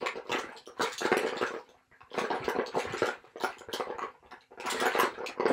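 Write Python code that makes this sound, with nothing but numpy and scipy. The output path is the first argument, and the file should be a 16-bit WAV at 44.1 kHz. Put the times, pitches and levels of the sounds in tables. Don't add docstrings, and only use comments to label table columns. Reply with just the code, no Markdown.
import sys
import numpy as np
from scipy import signal
from scipy.fft import rfft, irfft, next_fast_len
from scipy.io import wavfile
from scipy.ndimage import uniform_filter1d

SR = 44100
rng = np.random.default_rng(int(sys.argv[2]) if len(sys.argv) > 2 else 0)


def file_out(sig):
    cols = np.atleast_2d(sig).T
    lim = np.clip(cols, -1, 1)
    pcm = np.round(lim * 32767).astype(np.int16)
    wavfile.write(sys.argv[1], SR, pcm)


def rack_gain(trim_db):
    fader = np.asarray(trim_db, float)
    return 10 ** (fader / 20)


N = 243564
LONG = next_fast_len(N)
ALL_HZ = np.fft.rfftfreq(LONG, 1 / SR)

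# (f/Hz, level/dB, t60/s)
BOX_MODES = [(265, 0, .035), (375, -3, .03), (425, 0, .035), (465, 0, .035), (640, -9, .02),
             (730, -4, .025), (850, -7, .02)]
# (f/Hz, level/dB, t60/s)
TUBE_MODES = [(950, -2.5, 0.0087), (1180, 3, 0.012), (1400, -10.5, 0.024), (1531, 7, 0.0085),
              (1849, -3, 0.02), (2185, 6, 0.0078), (2493, 1, 0.007)]
# (f/Hz, level/dB, t60/s)
CAP_MODES = [(3220, 7, 0.0034), (3760, 10.5, 0.0045), (4590, 2.5, 0.0063), (5610, -17, 0.018),
             (6860, -11, 0.0082), (7730, 5, 0.0022), (10640, -19, 0.0069), (10650, -10.5, 0.006),
             (14200, -9, 0.0067), (14330, -6, 0.0044)]


def evened(x):
    return x / np.sqrt(np.mean(x ** 2) + 1e-20)


def read(points, hz):
    f, value = np.transpose(points)
    return np.interp(np.log(hz + 1), np.log(f + 1), value)


def coloured(x, db):
    return irfft(rfft(x, LONG) * rack_gain(db), LONG)[..., :N]


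def add(mix, s, sound):
    part = mix[round(s * SR):][:len(sound)]
    part += sound[:len(part)]


def ring(hz, db, t60, rise=0.00036, size=1500):
    t = np.arange(size) / SR
    hz, db, t60 = (np.reshape(v, (-1, 1)) for v in (hz, db, t60))
    sines = rack_gain(db - 60 * t / np.abs(t60)) * np.sin(2 * np.pi * hz * t)
    return sines.sum(0) * (1 - np.exp(-t / rise)) ** 2


def struck(modes, luck, detune, uneven_db, size=1500):
    hz, db, t60 = np.transpose(modes)
    shifted_hz = hz * (1 + detune * luck[:len(hz)])
    weighted_db = db + uneven_db * luck[-len(hz):]
    sound = ring(shifted_hz, weighted_db, t60, rise=0.00057, size=size)
    return sound / abs(sound).max()


def near_note(modes, hz, fall_db=13):
    return [(f, db - fall_db * abs(np.log(f / hz)), t60) for f, db, t60 in modes]


def floor():
    # (f/Hz, level/dB)
    hiss_colour = [(15, -52), (25, -39), (236, -16), (607, -44), (840, -17), (5880, -15), (7510, -13),
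                   (8830, -21.5), (11300, -18), (16000, -41)]
    # (f/Hz, peak level/dB)
    whines = [
        (258, -79),
        (7660, -102),
        (11509, -89),
    ]
    hiss = rack_gain(-83) * evened(coloured(rng.standard_normal(N), read(hiss_colour, ALL_HZ)))
    t = np.arange(N) / SR
    waver = evened(uniform_filter1d(rng.standard_normal(N), 600))
    return hiss + sum(rack_gain(db + 2.7 * waver) * np.sin(2 * np.pi * hz * t) for hz, db in whines)


def stirring(height_share, rest_db=0):
    # (deepest t/s, effort level/dB, length/s, height in the heap/dB, higher is brighter)
    strokes = [(.01, -41, 0.12, -16), (0.147, -35, 0.041, -21.5), (0.342, -41.5, 0.21, -8.5),
               (0.504, -75, 0.24, -16), (0.822, -46, 0.1, 19.5), (0.916, -53, 0.064, 14.5),
               (1.036, -46.5, 0.12, 14.5), (1.21, -39, 0.2, -9.5), (1.353, -43.5, 0.11, -16),
               (1.445, -53.5, 0.1, 11.5), (1.644, -63.5, 0.26, -9.5), (2.182, -38.5, 0.13, -3.5),
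               (2.327, -34.5, 0.099, -19), (2.433, -43, 0.16, -19.5), (2.553, -39, 0.11, -22.5),
               (2.774, -38, 0.17, -7.5), (3.037, -37.5, 0.12, -8), (2.89, -42, 0.095, -12),
               (2.977, -44.5, 0.071, 4), (3.129, -39, 0.013, -11), (3.462, -48, 0.16, -4),
               (3.752, -57.5, 0.096, 23.5), (3.882, -45.5, 0.14, -29), (4.037, -50, 0.12, -21),
               (4.346, -69, 0.1, -12), (4.246, -67, 0.1, -14), (4.518, -57, 0.07, -39),
               (4.654, -36.5, 0.1, -11.5), (4.716, -43.5, 0.096, 12), (4.778, -42, 0.17, 5),
               (4.847, -32.5, 0.084, -3.5), (4.945, -45, 0.18, 6.5), (5.026, -37.5, 0.073, 1),
               (5.156, -46.5, 0.34, -41), (5.29, -45.5, 0.056, -15), (5.514, -29, 0.15, -30),
               (0.693, -63, 0.14, -23), (3.251, -68, 0.14, 6), (1.531, -60.5, 0.066, 15.5),
               (1.937, -78.5, 0.14, 2)]
    dig_db, settle_db = 49.5, 22.5
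    t = np.arange(0, N / SR + .01, .005)
    s, db, length, height_db = np.transpose(strokes)[..., None]
    part = (t - s) / abs(length)
    level_db = db + height_share * height_db + np.where(part < 0, dig_db, -settle_db) * part
    power = (rack_gain(level_db) ** 2).sum(0) + rack_gain(-89 + rest_db) ** 2
    return np.interp(np.arange(N) / SR, t, 10 * np.log10(power))


def rumble():
    band = signal.butter(2, [40, 160], "band", fs=SR, output="sos")
    low = signal.sosfilt(band, rng.standard_normal(N))
    lumps = rack_gain(6 * evened(uniform_filter1d(rng.standard_normal(N), 900)))
    return evened(low * lumps) * rack_gain(0.18 * (stirring(0) + 58.5) - 69)


def bumps():
    # (t/s, peak level/dB, f/Hz)
    knocks = [(0.305, -38.5, 132), (0.797, -41, 132), (1.054, -38, 192), (1.12, -23, 193),
              (2.172, -43, 136), (2.399, -36, 130.9), (2.439, -46.5, 70.0), (2.76, -23, 194.5),
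              (2.862, -42, 92), (2.9, -33, 138), (2.916, -41, 115), (3.016, -36.5, 111.4), (3.675, -48, 97),
              (4.246, -60, 65), (1.42, -43, 110), (3.27, -59, 130), (.17, -50, 141), (5.401, -42, 252),
              (5.445, -38, 185)]
    out = np.zeros(N)
    for s, db, hz in knocks:
        add(out, s, ring(hz, db + 12.5, 6.85 / hz, rise=0.0074, size=4000))
    return out


def rattle(modes, level_db, per_s, spread_db, trim_db, count=40, size=1500):
    at = np.flatnonzero(rng.random(N) < per_s / SR)
    strength, side, which = rng.random((N, 3))[at].T
    blows = [struck(modes, luck, 0.1, 5.0, size=size) for luck in rng.standard_normal((count, 20))]
    contact_db = spread_db * np.minimum(-np.log(strength), 4) + trim_db + level_db[at]
    gains = rack_gain(contact_db) * np.sign(side - .5)
    out = np.zeros(N)
    for i, gain, k in zip(at, gains, (which * count).astype(int)):
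        add(out, i / SR, gain * blows[k])
    return out / np.sqrt(np.mean(np.square(blows)) * size * per_s / SR)


def heap():
    # (f/Hz, level/dB, t60/s)
    shell_modes = [(2410, -1, 0.0057), (2800, -7.5, 0.02), (3300, -1.5, 0.0033), (3970, -6, 0.01),
                   (4500, -11.5, 0.0056), (5250, -10, 0.0035)]
    box = rattle(BOX_MODES, stirring(0), per_s=210, spread_db=6.5, trim_db=-9.5)
    tubes = rattle(TUBE_MODES, stirring(0.32, rest_db=-4.0), per_s=260, spread_db=5.0, trim_db=-13.5)
    caps = rattle(CAP_MODES, stirring(0.75, rest_db=4), per_s=1000, spread_db=5.5, trim_db=-24.0, size=500)
    shells = rattle(shell_modes, stirring(0.23, rest_db=-6), per_s=500, spread_db=5.5, trim_db=-25.5, size=500)
    return box + tubes + caps + shells


def touches():
    # (t/s, peak level/dB,
    # lower f/Hz, upper level re click/dB, top octave re click/dB)
    clashes = [(0.0600, -25, 3470, -19, -28), (0.3167, -21, 2720, -18.5, -31),
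               (0.8202, -30.5, 4450, -14.5, -16.5), (0.922, -28, 4460, -13.5, -26),
               (0.98, -23.5, 3477, -13.5, -24), (1.053, -28.5, 2800, -15.5, -30),
               (1.1686, -25, 2857, -14, -17.5), (1.4117, -29, 2750, -21, -30),
               (2.1839, -27.5, 4900, -17, -25), (2.4878, -30.5, 2920, -14.5, -16.5),
               (2.792, -29, 4020, -16.5, -23), (2.971, -27.5, 4170, -16.5, -38),
               (3.058, -28.5, 2920, -13.5, -23), (3.4003, -29.5, 3880, -24, -27),
               (3.4354, -29, 3740, -20, -15.5), (3.73, -22, 3100, -20, -19.5),
               (3.7394, -42, 4100, -14, -19), (4.659, -28, 2720, -15, -20), (4.699, -21.5, 3440, -9.5, -19),
               (4.8, -22, 3353, -16.5, -19), (4.856, -37.5, 2980, 0, -1), (4.9894, -27.5, 2850, -24, -8),
               (4.998, -24, 3400, -12, -15), (5.262, -24, 2462, -25, -30)]
    # (t/s, peak level/dB, lower f/Hz,
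    # upper f/Hz, upper level re click/dB)
    ticks = [(0.3853, -30, 3170, 6120, -11), (0.523, -53, 3040, 8400, -5), (0.565, -31, 4210, 7800, -22),
             (0.658, -38, 3100, 10500, -19), (0.6664, -51, 3100, 5630, 3.5), (1.2763, -29, 4330, 5790, -23),
             (1.37, -26, 3500, 7200, -26.5), (1.6901, -43, 3560, 6330, -18.5),
             (2.0055, -42, 2600, 5430, -30), (2.1047, -40, 3300, 6520, -46), (2.132, -32, 3300, 6380, -33),
             (2.3014, -29, 2920, 5400, -31), (2.443, -27.5, 4080, 5700, -24),
             (2.6614, -26.5, 4340, 6440, -25.5), (2.924, -32, 3220, 6920, -15),
             (3.584, -37, 3130, 7100, -10), (3.983, -49, 2650, 6650, -2.5), (4.019, -40.5, 4260, 6650, -17),
             (4.311, -41, 3694, 5340, -16), (4.408, -43.5, 3890, 6300, -27),
             (4.5995, -31.5, 2540, 5400, -17.5), (5.1404, -36.5, 3740, 5220, -32),
             (5.2614, -30, 3000, 6740, -15), (5.482, -35.5, 3300, 8200, -8)]
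    # (t/s, peak level/dB, lower f/Hz, upper f/Hz)
    further_ticks = [(.0513, -44, 3440, 5420), (.2708, -44, 3780, 5070), (0.2941, -32.5, 2930, 5100),
                     (.7846, -52, 4560, 5590), (.7911, -51, 4310, 6930), (0.8123, -22, 4300, 6650),
                     (1.1182, -31, 4500, 8700), (1.263, -31, 2930, 7200), (1.3567, -39.5, 2980, 7400),
                     (1.465, -30, 2510, 6160), (1.516, -45, 3190, 5440), (1.5394, -44, 2920, 5010),
                     (1.5896, -43, 4730, 5200), (2.349, -38.5, 3300, 9450), (2.4373, -46, 4500, 8000),
                     (2.5616, -56, 3030, 5160), (2.583, -64, 2980, 4930), (2.743, -41, 2620, 6130),
                     (2.7665, -49, 2860, 9000), (2.784, -32, 4050, 6600), (2.832, -33, 3720, 6950),
                     (3.02, -32.5, 2830, 4900), (3.079, -32, 3420, 7660), (3.3735, -43.5, 3130, 6130),
                     (3.423, -28.5, 4500, 10900), (3.5674, -56, 2820, 10400), (3.7184, -43, 3400, 10600),
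                     (3.9065, -52, 3600, 4970), (4.196, -63, 2900, 5460), (4.261, -52, 2730, 3440),
                     (4.409, -48.5, 2800, 4070), (4.5766, -60, 4400, 5160), (4.9342, -51, 3890, 5285),
                     (4.952, -33, 2820, 5320), (5.4016, -43, 2600, 5100), (5.456, -42, 2800, 5000)]
    upper_hz = 7010 * np.exp(0.13 * rng.standard_normal(len(clashes)))
    return ([(s, db, low, high, up, top) for (s, db, low, up, top), high in zip(clashes, upper_hz)]
            + [(*row, -12 + row[-1]) for row in ticks]
            + [(*row, -15.5, -32.5) for row in further_ticks])


def clicks():
    rows = touches()
    out = np.zeros(N)
    luck, chatter = rng.standard_normal((len(rows), 3, 3, 10)), rng.random((len(rows), 3))
    for (s, db, low_hz, high_hz, upper_db, top_db), blows, later in zip(rows, luck, chatter):
        add(out, s, ring(low_hz, db - 5.5, 28.0 / low_hz, rise=.0004, size=700))
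        high_db = db + upper_db + 5.5 - max(db + 26, 0)
        add(out, s, ring(high_hz, high_db, 49.5 / high_hz, rise=0.00032, size=700))
        spread_db = 0.67 * min(db + 29.5, 3)
        for delay, (a, b, c) in zip(.010 * later ** 2, blows):
            lower = struck(CAP_MODES[:3], a, 0.13, 1.0, size=500)
            upper = struck(CAP_MODES[3:6], b, 0.0876, 2.4, size=500)
            top = struck(CAP_MODES[6:], c, 0.097, 3.7, size=500)
            add(out, s + delay, rack_gain(db + spread_db - 15) * lower)
            add(out, s + delay, rack_gain(db + upper_db + spread_db - 7.0) * upper)
            add(out, s + delay, rack_gain(db + top_db + 0.3 * spread_db + 3.5) * top)
    return out


def landings():
    # (t/s, peak level/dB, box f/Hz, tube f/Hz, tube body level re thump/dB)
    drops = [(.295, -22.5, 377, 986, -7), (.796, -18, 480, 1430, -8), (.833, -21, 470, 1390, -26),
             (1.052, -11, 353, 895, -13), (1.117, -8.5, 390, 1880, -10.5), (1.168, -10.5, 405, 2040, -13),
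             (1.233, -17.5, 436, 1750, -18.5), (1.412, -15.5, 436, 1280, -13.5),
             (1.428, -13.5, 381, 1425, -13), (2.183, -20, 406, 1160, -19), (2.48, -12, 420, 955, -12.5),
             (2.587, -10.5, 400.7, 1620, -18.5), (2.773, -13, 435, 850, -33), (3.02, -9, 474, 1370, -17.5),
             (3.078, -21.5, 446, 1440, -10.5), (3.437, -12, 550, 1400, -13.5),
             (3.798, -16.5, 500, 1130, -14), (4.814, -15, 521, 1350, -15.5), (4.856, -13, 700, 1090, -38),
             (4.951, -12.5, 546, 890, -11), (5.003, -20.5, 500, 1590, -26), (5.032, -11, 385, 950, -18),
             (5.398, -12.5, 385, 970, -16), (5.455, -8, 450, 883, -15.5)]
    # (t/s, peak level/dB, box f/Hz)
    more_drops = [(0.138, -37, 480), (0.174, -26.5, 485), (0.385, -22, 500), (.674, -30, 403),
                  (1.128, -17.5, 730), (1.325, -21.5, 413), (1.506, -24.5, 460), (1.539, -21, 474),
                  (1.563, -25.5, 426), (1.624, -60, 400), (2.115, -33.5, 462), (2.143, -23, 720),
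                  (2.241, -20, 447), (2.613, -23.5, 656), (2.938, -19, 363), (3.242, -37, 520), (3.358, -26, 466),
                  (3.445, -28, 740), (3.609, -31, 490), (3.686, -27.5, 473), (3.901, -19.5, 477),
                  (4.037, -23.5, 500), (4.518, -37.5, 440), (4.508, -43, 707), (4.822, -17, 720),
                  (5.179, -27.5, 425), (5.205, -24.5, 443), (5.375, -29, 470), (5.43, -21, 416), (.254, -37, 444),
                  (.275, -35, 470), (2.679, -28.5, 420), (2.76, -31, 460), (3.335, -52, 459), (5.353, -43, 732)]
    # (t/s, peak level/dB, tube f/Hz, tube body level re thump/dB)
    knocks = [(0.059, -23, 1235, -1), (0.061, -32, 2290, 12.5), (0.079, -48, 2260, -14),
              (0.318, -19.5, 883, -3.5), (0.326, -26.5, 1980, 5), (0.517, -47.5, 894, 9.5),
              (3.688, -51, 960, 4), (.808, -15.5, 960, -7), (0.85, -38, 2250, 13.5),
              (1.018, -19, 1540, -7.5), (1.007, -26, 1310, -10), (1.18, -25, 1970, -7),
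              (1.267, -20, 1660, -11), (1.914, -48.5, 1976, 0.5), (1.933, -71, 1670, 22.5),
              (2.006, -46, 1086, 3.5), (2.303, -17, 950, -11.5), (3.405, -31.5, 990, -2),
              (3.736, -19.5, 1026, -13.5), (3.984, -23, 1250, -11), (4.018, -30, 1110, 1),
              (4.227, -42, 1180, -16), (4.259, -44, 1180, -16), (4.316, -39, 1680, 3),
              (4.3091, -45.5, 1910, 7), (4.332, -37.5, 906, -1.5), (4.575, -32, 1470, -9.5),
              (4.599, -28.5, 920, -5.5), (4.665, -25, 1390, -4), (4.678, -41, 950, 16),
              (4.99, -14, 1035, -3), (5.235, -22.5, 1080, -13.5), (.768, -41.5, 1040, -4),
              (1.358, -33, 1790, 3), (1.743, -46, 1111, -14), (2.738, -41, 1020, -4),
              (3.586, -48, 1770, -6), (4.141, -53.5, 970, 3.5), (4.416, -54, 2280, 2.5)]
    tube_hz = 1148 * np.exp(0.254 * rng.standard_normal(len(more_drops)))
    box_hz = 500 * np.exp(0.42 * np.tanh(rng.standard_normal(len(knocks))))
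    return (drops + [(s, db, hz, other, -13.5) for (s, db, hz), other in zip(more_drops, tube_hz)]
            + [(s, db, other, hz, body) for (s, db, hz, body), other in zip(knocks, box_hz)])


def thumps():
    rows = landings()
    out, luck = np.zeros(N), rng.standard_normal((len(rows), 2, 20))
    for (s, db, box_hz, tube_hz, body_db), (a, b) in zip(rows, luck):
        add(out, s, -ring(box_hz, db - 13.0, 16.5 / box_hz, rise=0.0003))
        add(out, s, -rack_gain(db - 8) * struck(near_note(BOX_MODES, box_hz), a, .04, 4.0))
        add(out, s, ring(tube_hz, db + body_db - 1.0, 24 / tube_hz, rise=.0007))
        jolted_cap = struck(CAP_MODES[:4], b, 0.11, 8.8, size=500)
        add(out, s, rack_gain(1.35 * db + body_db / 2 - 18) * jolted_cap)
        spread_db = 0.19 * (db + 16.5)
        body = struck(near_note(TUBE_MODES, tube_hz, fall_db=5), b, 0.069, 2.8)
        add(out, s, rack_gain(db + body_db + spread_db - 4.0) * body)
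    return out


def sparse_tail(decay):
    start_s, knee_s, cut_db_per_s = 0.01178, 0.069, 450
    taps = np.zeros(SR // 5)
    slots = np.arange(0, len(taps) - 20, 20)
    at = slots + rng.integers(0, 20, len(slots))
    taps[at] = rng.choice([-1., 1.], len(at))
    hz, t, z = signal.stft(taps, SR, nperseg=256)
    tail = signal.istft(z * rack_gain(-60 * t / read(decay, hz)[:, None]), SR, nperseg=256)[1]
    age = np.arange(len(tail)) / SR
    tail = tail * np.clip((age - start_s) / 0.00069, 0, 1)
    tail = tail * rack_gain(-cut_db_per_s * np.maximum(age - knee_s, 0))
    return tail / np.linalg.norm(tail)


def room(x, turns_per_s=14.0, count=5):
    # (f/Hz, level/dB)
    wall_colour = [(150, -28), (450, -9.5), (1200, 1.5), (4000, 0), (9000, 3.5), (15000, -1.5)]
    # (f/Hz, t60/s)
    decay = [(150, 0.24), (500, 0.32), (1400, 0.44), (3700, 0.25), (9700, 0.24), (15000, 0.058)]
    # (delay t/s, level/dB)
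    echoes = [(.0030, -7.5), (.0082, 2), (0.0112, -2), (0.0174, -12), (0.024, -5), (0.03, -8)]
    wet = coloured(x, read(wall_colour, ALL_HZ))
    out = x.copy()
    turn = np.arange(N) / SR * turns_per_s
    for k in range(count):
        response = sparse_tail(decay)
        for (s, db), luck in zip(echoes, rng.standard_normal((len(echoes), 4))):
            add(response, s * (1 + .025 * luck[0]), rack_gain(db) * np.array([1]))
            add(response, s + .0006 + .0003 * abs(luck[1]), rack_gain(db - 5) * np.sign(luck[2:3]))
        share = np.cos(np.pi / 2 * np.minimum(abs((turn - k) % count - 1), 1))
        out += signal.oaconvolve(wet * share, response)[:N]
    return out


def scene():
    near = clicks()
    hits = thumps() + near + heap()
    no_bass = signal.butter(2, 215, "high", fs=SR, output="sos")
    hits = signal.sosfilt(no_bass, hits)
    return (room(hits) + rack_gain(-4.5) * near + bumps() + rumble() + floor())[None]


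def band_limit(x):
    return signal.sosfilt(signal.butter(12, 16680, fs=SR, output="sos"), x)


def record(dry):
    # (f/Hz, width/Hz, level/dB)
    port = [(13070, 1920, -7.5)]
    notch_db = sum(db * np.exp(-((ALL_HZ - f) / width) ** 2) for f, width, db in port)
    limit_db = -np.clip((ALL_HZ - 15700) / 12, 0, 60)
    bass_cut = signal.butter(1, 30, "high", fs=SR, output="sos")
    thin = signal.sosfilt(bass_cut, coloured(dry, notch_db + limit_db))
    return band_limit(thin)


dry = scene()
out = record(dry)
file_out(out)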